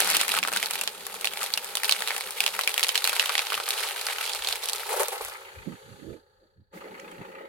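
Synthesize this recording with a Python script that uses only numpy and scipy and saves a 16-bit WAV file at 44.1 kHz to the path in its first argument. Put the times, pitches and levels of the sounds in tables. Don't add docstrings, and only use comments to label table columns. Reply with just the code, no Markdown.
import sys
import numpy as np
from scipy import signal
from scipy.fft import rfft, irfft, next_fast_len
from scipy.io import wavfile
from scipy.ndimage import uniform_filter1d, map_coordinates

SR = 44100
rng = np.random.default_rng(int(sys.argv[2]) if len(sys.argv) > 2 else 0)


def file_out(sig):
    cols = np.atleast_2d(sig).T
    lim = np.clip(cols, -1, 1)
    pcm = np.round(lim * 32767).astype(np.int16)
    wavfile.write(sys.argv[1], SR, pcm)


N = 329868
TIME = np.arange(N) / SR
ROLL_OFF_S = 5.286
RESUME_S, RESUME_RISE_S = 6.71, 0.023


def amp(db):
    return np.exp(np.asarray(db) * (np.log(10) / 20))


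def unit(x):
    return x / np.sqrt(np.mean(x ** 2) + 1e-20)


def along(points, hz):
    f, values = np.transpose(points)
    return np.interp(np.log(hz + 1), np.log(f + 1), values)


def curve(points):
    return np.interp(TIME, *np.transpose(points))


def since(start_s):
    return np.maximum(TIME - start_s, 0)


def ramp(start_s, length_s):
    return np.minimum(since(start_s) / length_s, 1)


def wobble(knots_per_s):
    return map_coordinates(rng.standard_normal(2048), [TIME * knots_per_s], mode="wrap")


def add(track, start_s, sound):
    part = track[:, max(round(start_s * SR), 0):][:, :sound.shape[1]]
    part += sound[:, :part.shape[1]]


def filtered(x, response):
    n = x.shape[-1]
    size = next_fast_len(n + n // 8, True)
    return irfft(rfft(x, size) * response(np.fft.rfftfreq(size, 1 / SR)), size)[..., :n]


def resonance(f, hz, q):
    return 1j * f * hz / q / (hz * hz - f * f + 1j * f * hz / q)


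def coloured(x, spectrum, size=4096):
    cepstrum = irfft(np.log(amp(along(spectrum, np.fft.rfftfreq(size, 1 / SR)))))
    cepstrum[1:size // 2] *= 2
    cepstrum[size // 2 + 1:] = 0
    impulse = irfft(np.exp(rfft(cepstrum)))
    return signal.oaconvolve(x, impulse[None], axes=1)[:, :N]


def patchy(x, depth_db):
    bins = signal.stft(x, nperseg=512)[2]
    drift = uniform_filter1d(rng.standard_normal(bins.shape[1:]), 3, axis=0)
    drift = unit(uniform_filter1d(drift, 7, axis=1))
    return unit(signal.istft(bins * amp(depth_db * drift), nperseg=512)[1][:, :N])


# f/Hz, correlation
COHERENCE = [(100, 0.67), (400, 0.9), (700, 0.62), (1200, 0.41), (3000, 0.24), (6000, 0.024), (12000, 0.03)]


def mid_and_side(f):
    alike = along(COHERENCE, f)
    return np.sqrt(np.array([1 + alike, 1 - alike]) / 2)


def spread(pair):
    mid, side = np.moveaxis(filtered(pair, mid_and_side), -2, 0)
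    return np.stack([mid + side, mid - side], axis=-2)


def noise(spectrum):
    size = next_fast_len(N, True)
    f = np.fft.rfftfreq(size, 1 / SR)
    real, imaginary = rng.standard_normal((2, 2, len(f)))
    bins = (real + 1j * imaginary) * amp(along(spectrum, f)) * mid_and_side(f)
    mid, side = irfft(bins, size)[:, :N]
    return unit(np.array([mid + side, mid - side]))


def cracks(hz, q, t60_s, rattle_db, rattle_t60_s, click_db=-20, size=1280):
    t = np.arange(size) / SR
    fits_db = 4 * np.tanh(np.repeat(rng.standard_normal((len(hz), 1, size // 64)), 64, axis=2))
    decay = amp(-60 * t / t60_s) + amp(rattle_db + fits_db - 60 * t / rattle_t60_s)
    attack = 1 - np.exp(-t / 0.0003)
    burst = spread(rng.standard_normal((len(hz), 2, size))) * decay * attack
    burst /= np.linalg.norm(burst, axis=2, keepdims=True)
    burst[:, :, 12] += amp(click_db + rng.normal(0, 2, (len(hz), 2)))
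    ring = filtered(burst, lambda f: resonance(f, hz[:, None, None], q) ** 2)
    return ring / np.sqrt(np.mean(np.sum(ring ** 2, axis=2), axis=1))[:, None, None]


def fractures(per_s, scatter_db):
    waits, sizes = rng.exponential(size=(12000, 2)).T
    excess_db = np.minimum(scatter_db * sizes, 13)
    rows = np.column_stack([np.cumsum(waits) / per_s, amp(excess_db)])
    return rows[rows[:, 0] < N / SR]


def crackle(breaks, spectrum, centre_hz, t60_s, haze_db, click_db=-20, rattle_db=-12):
    hz = centre_hz * np.exp(np.linspace(-0.6, 0.6, 120))
    pieces = cracks(hz, q=1.21, t60_s=t60_s, rattle_db=rattle_db, rattle_t60_s=0.028,
                    click_db=click_db, size=640)
    out = np.zeros((2, N))
    for (start_s, gain), piece in zip(breaks, rng.integers(len(hz), size=12000)):
        add(out, start_s, gain * pieces[piece])
    haze = amp(haze_db) * noise(spectrum)
    return unit(unit(coloured(out, spectrum)) + haze)


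# t/s, level/dB, fade/(dB/s)
DRONE_ONSETS = [(0, -50, 13), (6.73, -50.5, 15.5)]
# f/Hz, level/dB
DRONE_SPECTRUM = [(40, -23.5), (120, -30), (180, 2.5), (240, -5), (330, -1), (600, -29.5)]


def low_drone(attack_s=0.03):
    flutter_db = 5 * np.tanh(wobble(17))
    envelope = sum(ramp(s, attack_s) * amp(db - fade * since(s)) for s, db, fade in DRONE_ONSETS)
    return envelope * amp(flutter_db) * noise(DRONE_SPECTRUM)


# t/s, level/dB, half-length/s, f/Hz, left over right/dB
PUFFS = [(3.572, -59, 0.027, 185, 2), (4.456, -63.5, 0.2, 56, 3), (5.254, -59.5, 0.043, 52.4, 17),
         (5.6, -47, 0.045, 79, 4), (5.682, -35.5, 0.015, 217, -19), (5.723, -41.5, 0.031, 171, -10),
         (5.911, -49.5, 0.051, 119, -11), (6.039, -55.5, 0.054, 247, -27), (6.107, -44, 0.057, 343, -16.5),
         (6.101, -45.5, 0.047, 101, -7), (6.442, -61, 0.025, 422, 2), (6.601, -53.5, 0.032, 100, -2),
         (6.92, -51.5, 0.024, 200, 5), (7.205, -40.5, 0.019, 139, -1)]


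def puffs():
    t = np.arange(-SR // 8, SR // 8) / SR
    out = np.zeros((2, N))
    for peak_s, db, half_s, hz, pan_db in PUFFS:
        white = spread(rng.standard_normal((2, len(t))))
        eddy = filtered(white, lambda f: resonance(f, hz, q=1) ** 2 / (1 + (f / 640) ** 12))
        puff = eddy * np.exp(-(t / half_s) ** 2)
        puff *= np.sqrt(half_s * SR / np.mean(np.sum(puff ** 2, axis=1)))
        add(out, peak_s + t[0], amp(db + np.array([[pan_db], [-pan_db]]) / 2) * puff)
    return out


def car_level_db(passing_db, fade_db_per_s, quiet_db, resume_db, quiet_s=6.14, settle_s=6.45):
    drop_db = quiet_db * ramp(quiet_s, 0.11) - fade_db_per_s * since(ROLL_OFF_S)
    drop_db -= 61 * since(settle_s)
    resumed = ramp(RESUME_S, RESUME_RISE_S)
    return passing_db + (1 - resumed) * drop_db + resumed * resume_db


# f/Hz, level/dB
RUMBLE_SPECTRUM = [(20, -4), (40, 7.5), (65, 2), (84, 12.5), (105, 4), (250, -19), (500, -44.5)]
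HUM_SPECTRUM = [(110, -48.5), (170, -8.5), (200, -1), (260, -17.5), (400, -62)]
WHIR_SPECTRUM = [(200, -51), (315, -20.5), (385, 1), (490, -0.5), (545, 5), (620, -17.5), (710, -22),
                 (780, -9), (860, -1.5), (1020, -22), (1150, -22), (1240, -5.5), (1800, -24.5),
                 (2100, -29.5), (4000, -54.5)]


def engine_idle(throb_hz=7.14, hum_fade_db_per_s=2):
    rumble = amp(-72) * noise(RUMBLE_SPECTRUM)
    throb_db = 4.5 * np.cos(2 * np.pi * throb_hz * (TIME - 0.04))
    screened_db = -10.5 * ramp(2.58, 0.14)
    hum = amp(-64 - hum_fade_db_per_s * TIME + throb_db + screened_db) * noise(HUM_SPECTRUM)
    whir_db = car_level_db(-52.5, fade_db_per_s=6, quiet_db=-7.5, resume_db=5)
    return rumble + hum + amp(whir_db) * noise(WHIR_SPECTRUM)


CYLINDERS_DB = [-0.5, -1.5, -5, -3.5]
# f/Hz, level/dB
CLATTER_SPECTRUM = [(700, -27), (850, 8), (1050, -3.5), (1250, 6), (1600, -1.5), (2000, 2.5), (2900, -4.5),
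                    (3700, -12.5), (4500, -18.5), (5200, -28)]
INJECTOR_SPECTRUM = [(1100, -21), (1700, 5), (2300, -27), (3200, -16), (4300, -3.5), (4600, 1), (4950, -37)]


def engine_firings(tick_db, firing_hz=29.46, fall_db=14):
    firing, phase = np.divmod((TIME - 6.804) * firing_hz, 1)
    beat = unit(amp(-fall_db * phase) * (1 - np.exp(-phase / 0.11)))
    knocks = unit(beat * amp(CYLINDERS_DB)[firing.astype(int) % len(CYLINDERS_DB)])
    grain = unit(amp(1.5 * wobble(500)) * patchy(noise(CLATTER_SPECTRUM), depth_db=3.5))
    clatter_db = car_level_db(-44, fade_db_per_s=22.5, quiet_db=-18, resume_db=-6)
    screened_db = -15 * (1 - ramp(ROLL_OFF_S - 1, 1))
    clatter = amp(clatter_db + screened_db) * knocks * grain
    return clatter + amp(tick_db) * beat * noise(INJECTOR_SPECTRUM)


# f/Hz, level/dB
HISS_SPECTRUM = [(600, -21.5), (1400, -6), (2200, -15.5), (3300, -3.5), (4500, -9), (5200, -17.5),
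                 (6800, -7.5), (8000, -13), (12000, -10.5), (12800, -19.5), (16000, -27.5)]
GRIND_SPECTRUM = [(170, -30), (230, -5.5), (320, 3.5), (560, 4), (680, -3.5), (850, -1), (1050, -14),
                  (1700, -13), (1950, 0.5), (2200, -16), (3000, -23), (5000, -42.5)]


def tread(hiss_db, grind_db=-50.5):
    hiss = amp(hiss_db) * noise(HISS_SPECTRUM)
    grind = unit(amp(5.5 * wobble(70)) * noise(GRIND_SPECTRUM))
    return hiss + amp(grind_db) * ramp(RESUME_S, RESUME_RISE_S) * grind


# t/s, level/dB, f/Hz
GRIT = [(6.997, -32, 2090), (6.998, -39.5, 6150), (7.115, -42, 7930)]


def grit():
    times_s, levels_db, hz = np.transpose(GRIT)
    ticks = cracks(hz, q=1.7, t60_s=0.012, rattle_db=-9, rattle_t60_s=0.038)
    out = np.zeros((2, N))
    for start_s, db, tick in zip(times_s, levels_db, ticks):
        add(out, start_s, amp(db + 15) * tick)
    return out


def car(end_fade_s=7.2, end_fade_db_per_s=36):
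    hiss_db = car_level_db(-53.5, fade_db_per_s=8, quiet_db=-17.5, resume_db=-7.5)
    hiss_db -= end_fade_db_per_s * since(end_fade_s)
    return engine_idle() + engine_firings(tick_db=0.51 * hiss_db - 31) + tread(hiss_db) + grit()


# f/Hz, t60/s
STREET_DECAY = [(300, 0.19), (2500, 0.032), (12000, 0.091)]


def reflections(x, delay_samples=200):
    hz, t, bins = signal.stft(rng.standard_normal((2, 8192)), SR, nperseg=256)
    decay = amp(-60 * t / along(STREET_DECAY, hz)[:, None])
    tail = signal.istft(bins * decay, SR, nperseg=256)[1]
    tail = np.pad(tail / np.linalg.norm(tail[0]), ((0, 0), (delay_samples, 0)))
    return signal.oaconvolve(x, tail, axes=1)[:, :N]


# f/Hz, left over right/dB
PORT_BALANCE = [(60, -2.5), (99, 1.0), (160, -1), (270, 1), (450, -2), (740, 1), (1220, 0), (2010, 3),
                (3330, -4.5), (5500, -4.5), (9080, 5.5), (15000, -3.5)]


def port_gains(f):
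    return amp(along(PORT_BALANCE, f) * np.array([[0.5], [-0.5]]))


# t/s, left port lag/ms
PORT_LAG = [(0, -0.069), (4.8, -0.014), (5.6, 0.28), (7.48, 0.37)]


def passing(x):
    lag_samples = curve(PORT_LAG) * SR / 1000
    return np.array([map_coordinates(port, [np.arange(N) + side * lag_samples / 2])
                     for port, side in zip(x, (-1, 1))])


# f/Hz, level/dB, t60/s
BLOCK_MODES = [(383, -26, 0.012), (510, 2, 0.033), (670, -20, 0.021), (840, 6.5, 0.012), (1010, -4, .012),
               (1280, -12, 0.011)]
# t/s, level/dB, bass tilt/(dB/octave)
THUDS = [(4.898, -42, 0), (4.9408, -18, -7), (4.976, -32, 7), (5, -27, 12), (5.0146, -28, 13.5),
         (5.085, -39, 14), (5.1665, -25.5, -9), (5.209, -21.5, -6)]


def thuds(pivot_hz=840):
    t = np.arange(SR // 12) / SR
    attack = 1 - np.exp(-t / 0.00072)
    out = np.zeros((2, N))
    for start_s, db, tilt in THUDS:
        ring = np.zeros((1, len(t)))
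        for hz, mode_db, t60_s in BLOCK_MODES:
            struck_db = mode_db + tilt * np.log2(pivot_hz / hz) + rng.normal(0, 1.2)
            detuned_hz = hz * rng.normal(1, 0.049)
            ring += amp(struck_db - 60 * t / t60_s) * np.sin(2 * np.pi * detuned_hz * t)
        add(out, start_s, amp(db) * ring * attack)
    return out


# f/Hz, level/dB
STICK_SPECTRUM = [(250, -51), (420, -24), (860, -3), (1020, -3.5), (1270, 4), (1700, -3.5), (2400, 0),
                  (3200, -1), (4300, 0.5), (5800, -5.5), (7500, -6.5), (16000, -25.5)]
SPLINTER_SPECTRUM = [(2500, -30.5), (6200, -9.5), (8600, -2.5), (9500, -2), (12000, 0), (13000, -4.5),
                     (16000, -9.5)]
FOAM_SPECTRUM = [(200, -55), (300, -34.5), (400, -3), (520, -6), (690, -8.5), (840, 1.5), (1050, -9),
                 (1280, -8.5), (2000, -13), (6000, -22.5)]
# t/s, level/dB
PUSH = [(0, -28), (.2, -32), (.27, -35.5), (.385, -32.5), (.41, -51.5), (.46, -40.5), (.51, -47.5),
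        (.55, -33.5), (.68, -41), (.8, -41.5), (.94, -49), (1.19, -45), (1.34, -47), (1.44, -35),
        (1.53, -47), (1.7, -42.5), (1.81, -42.5), (1.87, -39), (2.1, -37.5), (2.3, -44.5), (2.45, -37.5),
        (2.55, -40), (2.8, -41.5), (2.92, -40), (3.08, -36.5), (3.4, -37.5), (3.66, -40.5), (3.85, -32),
        (3.94, -41.5), (4.15, -37), (4.32, -38), (4.39, -40.5), (4.48, -36.5), (4.59, -43.5), (4.86, -40),
        (5.15, -45.5)]


def crushing(even_push_db=-38.5):
    push_db = curve(PUSH) - even_push_db
    clumps_db = 1.2 * np.tanh(wobble(45))
    breaks = fractures(per_s=380, scatter_db=5)
    sticks = crackle(breaks, STICK_SPECTRUM, centre_hz=2740, t60_s=0.00067, haze_db=-3.5,
                     click_db=0, rattle_db=-19)
    splinters = crackle(breaks, SPLINTER_SPECTRUM, centre_hz=9200, t60_s=0.0011, haze_db=-4)
    cells = fractures(per_s=400, scatter_db=1)
    foam = crackle(cells, FOAM_SPECTRUM, centre_hz=726, t60_s=0.01, haze_db=-0.5)
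    pasta = amp(-36 + push_db) * sticks + amp(-39 + 0.77 * push_db) * splinters
    freed_s = since(ROLL_OFF_S)
    foam_db = -44 + 0.62 * push_db - 26.5 * freed_s
    return amp(clumps_db) * (amp(-113 * freed_s) * pasta + amp(foam_db) * foam)


# t/s, level/dB, rise/s, length/s
COLLAPSES = [(4.857, -28.5, 0.0071, 0.1), (4.888, -16.5, 0.014, 0.068), (4.915, -17, .008, .07),
             (4.961, -12, .012, 0.042), (4.998, -13.5, 0.0045, .055), (5.014, -15.5, .004, .042),
             (5.023, -18.5, .002, 0.026), (5.076, -26, .008, .045), (5.117, -15.5, 0.014, .05),
             (5.214, -23, 0.0035, 0.025)]


def collapses(fall_db=29):
    force = np.zeros(N)
    t = np.arange(SR // 4) / SR
    for start_s, db, rise_s, length_s in COLLAPSES:
        crunch = amp(db - fall_db * t / length_s) * (1 - np.exp(-t / rise_s))
        part = force[round(start_s * SR):][:len(t)]
        part[:] = np.maximum(part, crunch)
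    cells = fractures(per_s=700, scatter_db=1)
    foam = crackle(cells, FOAM_SPECTRUM, centre_hz=540, t60_s=0.0034, haze_db=2.5)
    stubs = crackle(cells, SPLINTER_SPECTRUM, centre_hz=9000, t60_s=0.0011, haze_db=-22)
    return force * (amp(-3.5) * foam + amp(-9.5) * stubs)


# f/Hz, level/dB
SNAP_SPECTRUM = [(2000, 0.5), (4400, 2), (5400, -1), (6600, -3), (8400, -1.5), (12300, -3), (15500, -7)]
# t/s, level/dB, f/Hz, relative splinter level/dB
SNAPS = [(0.0034, -12.5, 1680, -3), (0.0209, -14.5, 1540, -13.5), (0.046, -18, 1600, -6.5),
         (0.0738, -20, 1600, -3), (0.09, -15.5, 3810, -11), (0.1016, -17, 2530, -1),
         (0.1126, -12, 2400, -13), (0.1202, -17.5, 2000, -9.5), (0.1485, -12, 2910, -11),
         (0.1678, -8.5, 2570, -8.5), (0.2008, -14, 1940, -18), (0.2125, -8.5, 2500, -12),
         (0.2806, -15.5, 2020, -9), (0.292, -17, 2360, -9), (0.318, -12, 2900, -17), (0.34, -13, 1390, -14),
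         (0.3757, -13, 1360, -23), (0.3879, -12.5, 2470, -11.5), (0.4291, -10.5, 2420, -27.5),
         (0.436, -13, 2400, -17), (0.4499, -14.5, 1270, -22.5), (0.475, -15.5, 1300, -12.5),
         (0.484, -15, 1340, -15), (0.5183, -20.5, 1500, -12), (0.527, -18.5, 1320, -9),
         (0.5355, -16, 2556, -12), (0.562, -14, 1460, -9), (0.572, -10.5, 3600, -14.5),
         (0.62, -26.5, 2220, -11.5), (0.628, -12, 2350, -13.5), (0.6365, -17.5, 2390, -16),
         (0.6589, -16, 4300, -11.5), (0.7094, -16.5, 2560, -8), (0.7348, -18, 4100, -9.5),
         (0.755, -17, 2620, -12), (0.7913, -20, 3030, -15), (0.812, -12, 2660, -11.5),
         (0.836, -22.5, 3350, -4.5), (0.8753, -10, 2810, -19), (1.067, -23, 1760, -4.5),
         (1.142, -27.5, 1240, -6), (1.2108, -26, 2920, -4.5), (1.2451, -11, 2600, -16),
         (1.2547, -12, 4100, -15), (1.272, -11.5, 3080, -22.5), (1.3351, -21.5, 2400, -11),
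         (1.3722, -19.5, 2400, -16), (1.406, -29.5, 1110, -4), (1.4305, -19.5, 2560, -5),
         (1.4404, -25.5, 2400, -2), (1.5379, -8.5, 4250, -23.5), (1.575, -10.5, 2780, -14.5),
         (1.6447, -28, 1940, -3), (1.7534, -13.5, 3800, -10.5), (1.7706, -13, 2980, -13),
         (1.8336, -13.5, 2040, -12), (1.8444, -11, 3730, -13.5), (1.8547, -18.5, 2550, -9),
         (1.8796, -23.5, 1980, -6.5), (1.8938, -8, 2780, -14), (1.9114, -7.5, 4160, -29),
         (1.923, -4.5, 3620, -19.5), (2.0055, -21, 1010, -13.5), (2.0215, -14, 1960, -14.5),
         (2.075, -15, 2420, -15), (2.0835, -17.5, 2780, -18.5), (2.1061, -13, 2080, -24.5),
         (2.1155, -19, 2060, -23.5), (2.164, -16.5, 2410, -13.5), (2.1797, -23.5, 1920, -5.5),
         (2.2086, -18, 2270, -13), (2.307, -29, 2240, 0), (2.4046, -6, 2460, -15), (2.4389, -14, 2830, -14),
         (2.4631, -8, 2800, -15.5), (2.4781, -12, 2730, -20), (2.5402, -23, 2850, -22),
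         (2.5915, -11, 1180, -14), (2.611, -14, 2780, -16), (2.6358, -16, 3800, -21),
         (2.6751, -6, 2440, -16), (2.6934, -21, 2430, -7.5), (2.7414, -15, 3080, -11),
         (2.7787, -8.5, 2430, -13.5), (2.7945, -12.5, 2160, -13), (2.8073, -19, 2060, -10.5),
         (2.8297, -8, 3120, -17), (2.8355, -8, 4200, -15.5), (2.8449, -13, 2170, -14.5),
         (2.8673, -18.5, 2790, -14), (2.884, -21.5, 4800, -2), (2.891, -8.5, 2930, -17),
         (2.9456, -21, 2400, -13), (2.9548, -6, 3030, -19), (2.977, -9, 3900, -17),
         (3.0423, -9, 4100, -11.5), (3.051, -11.5, 2640, -14.5), (3.0627, -19, 2730, -10),
         (3.0744, -9.5, 2610, -12), (3.094, -10, 2780, -13.5), (3.13, -14, 1430, -16),
         (3.1643, -15.5, 2250, -14.5), (3.1961, -3.5, 2820, -23), (3.2268, -16.5, 1840, -18.5),
         (3.259, -14.5, 2900, -13), (3.2938, -8.5, 1310, -24.5), (3.3529, -9, 2080, -22),
         (3.3796, -8, 3200, -22.5), (3.3923, -8, 2480, -23), (3.4688, -17.5, 2980, -24.5),
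         (3.5022, -17.5, 2630, -27), (3.5213, -13, 1180, -25.5), (3.5316, -16, 2640, -23.5),
         (3.542, -13.5, 2770, -20), (3.5504, -19, 2730, -14), (3.5773, -17, 1310, -20.5),
         (3.6006, -16, 1250, -21), (3.6791, -14, 1290, -23), (3.6884, -21, 3960, -2),
         (3.706, -10, 4240, -15), (3.7782, -19.5, 3190, -14.5), (3.7868, -21.5, 2720, -15.5),
         (3.8047, -20.5, 2070, -8.5), (3.8322, -20.5, 3820, -23.5), (3.8436, -23, 4870, -21.5),
         (3.8734, -25.5, 3290, -23.5), (3.909, -21.5, 2050, -20.5), (3.9622, -25, 1720, -15),
         (3.9954, -19.5, 2830, -22), (4.0127, -21, 4170, -9.5), (4.0671, -13, 4460, -21.5),
         (4.0859, -16.5, 2100, -24.5), (4.0986, -19.5, 1620, -21.5), (4.1074, -24, 2030, -17),
         (4.184, -17, 2760, -24.5), (4.2116, -18, 2360, -14), (4.2764, -20, 2600, -23),
         (4.295, -17, 3650, -24), (4.334, -16.5, 4200, -18.5), (4.3487, -17.5, 4330, -12.5),
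         (4.4223, -19, 3350, -24), (4.4471, -17.5, 3260, -23.5), (4.4722, -13, 3700, -24),
         (4.4866, -12.5, 3850, -13.5), (4.5007, -24, 3400, -12.5), (4.5101, -20.5, 3780, -16.5),
         (4.526, -12.5, 3680, -22.5), (4.5346, -23.5, 3470, -20), (4.5563, -22, 2240, -8.5),
         (4.635, -22, 3730, -10.5), (4.6395, -22.5, 3710, -10.5), (4.6575, -21.5, 3560, -6.5),
         (4.6871, -17, 3360, -7.5), (4.6966, -14.5, 4180, -18), (4.7327, -16.5, 4410, -9),
         (4.7592, -28, 3440, -2), (4.8035, -28, 2040, -12), (4.9965, -20.5, 1150, -5),
         (5.0324, -18, 890, -7), (5.0831, -24.5, 1180, -1.5), (5.249, -30, 1140, 0),
         (5.2838, -32.5, 1070, -3)]


def snaps(pinned_s=3.1, pinning_s=0.32):
    times_s, db, hz, splinter_db = np.transpose(SNAPS)
    pinned = np.clip((times_s - pinned_s) / pinning_s, 0, 1)[:, None, None]
    crack = cracks(hz, q=0.5, t60_s=0.005 * 0.77 ** pinned, rattle_db=-20 - 0.5 * pinned,
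                   rattle_t60_s=0.086, click_db=-7.5)
    stub = cracks(hz, q=3.3, t60_s=0.0013, rattle_db=-27, rattle_t60_s=0.039, click_db=-9)
    splinter = cracks(np.full_like(hz, 10000), q=0.78, t60_s=0.0019, rattle_db=-15,
                      rattle_t60_s=0.025, click_db=-8)
    knock = cracks(np.full_like(hz, 850), q=1.4, t60_s=0.016, rattle_db=-9,
                   rattle_t60_s=0.035, click_db=-4.5)
    out = np.zeros((2, N))
    for i, start_s in enumerate(times_s):
        stick = amp(10.5) * crack[i] + amp(7.5) * stub[i] + amp(splinter_db[i] + 25.5) * splinter[i]
        knock_db = -10.5 + 0.3 * db[i]
        add(out, start_s, amp(db[i]) * stick + amp(knock_db) * knock[i])
    return coloured(out, SNAP_SPECTRUM)


def scene():
    breaking = snaps() + crushing() + collapses() + thuds()
    breaking += amp(-13) * reflections(breaking)
    low_cut = lambda f: 1 - 1 / (1 + (f / 330) ** 12)
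    breaking = filtered(breaking, lambda f: low_cut(f) * port_gains(f))
    return passing(breaking + car()) + low_drone() + puffs()


def record(dry):
    return filtered(dry, lambda f: f < 16000)


dry = scene()
out = record(dry)
file_out(out)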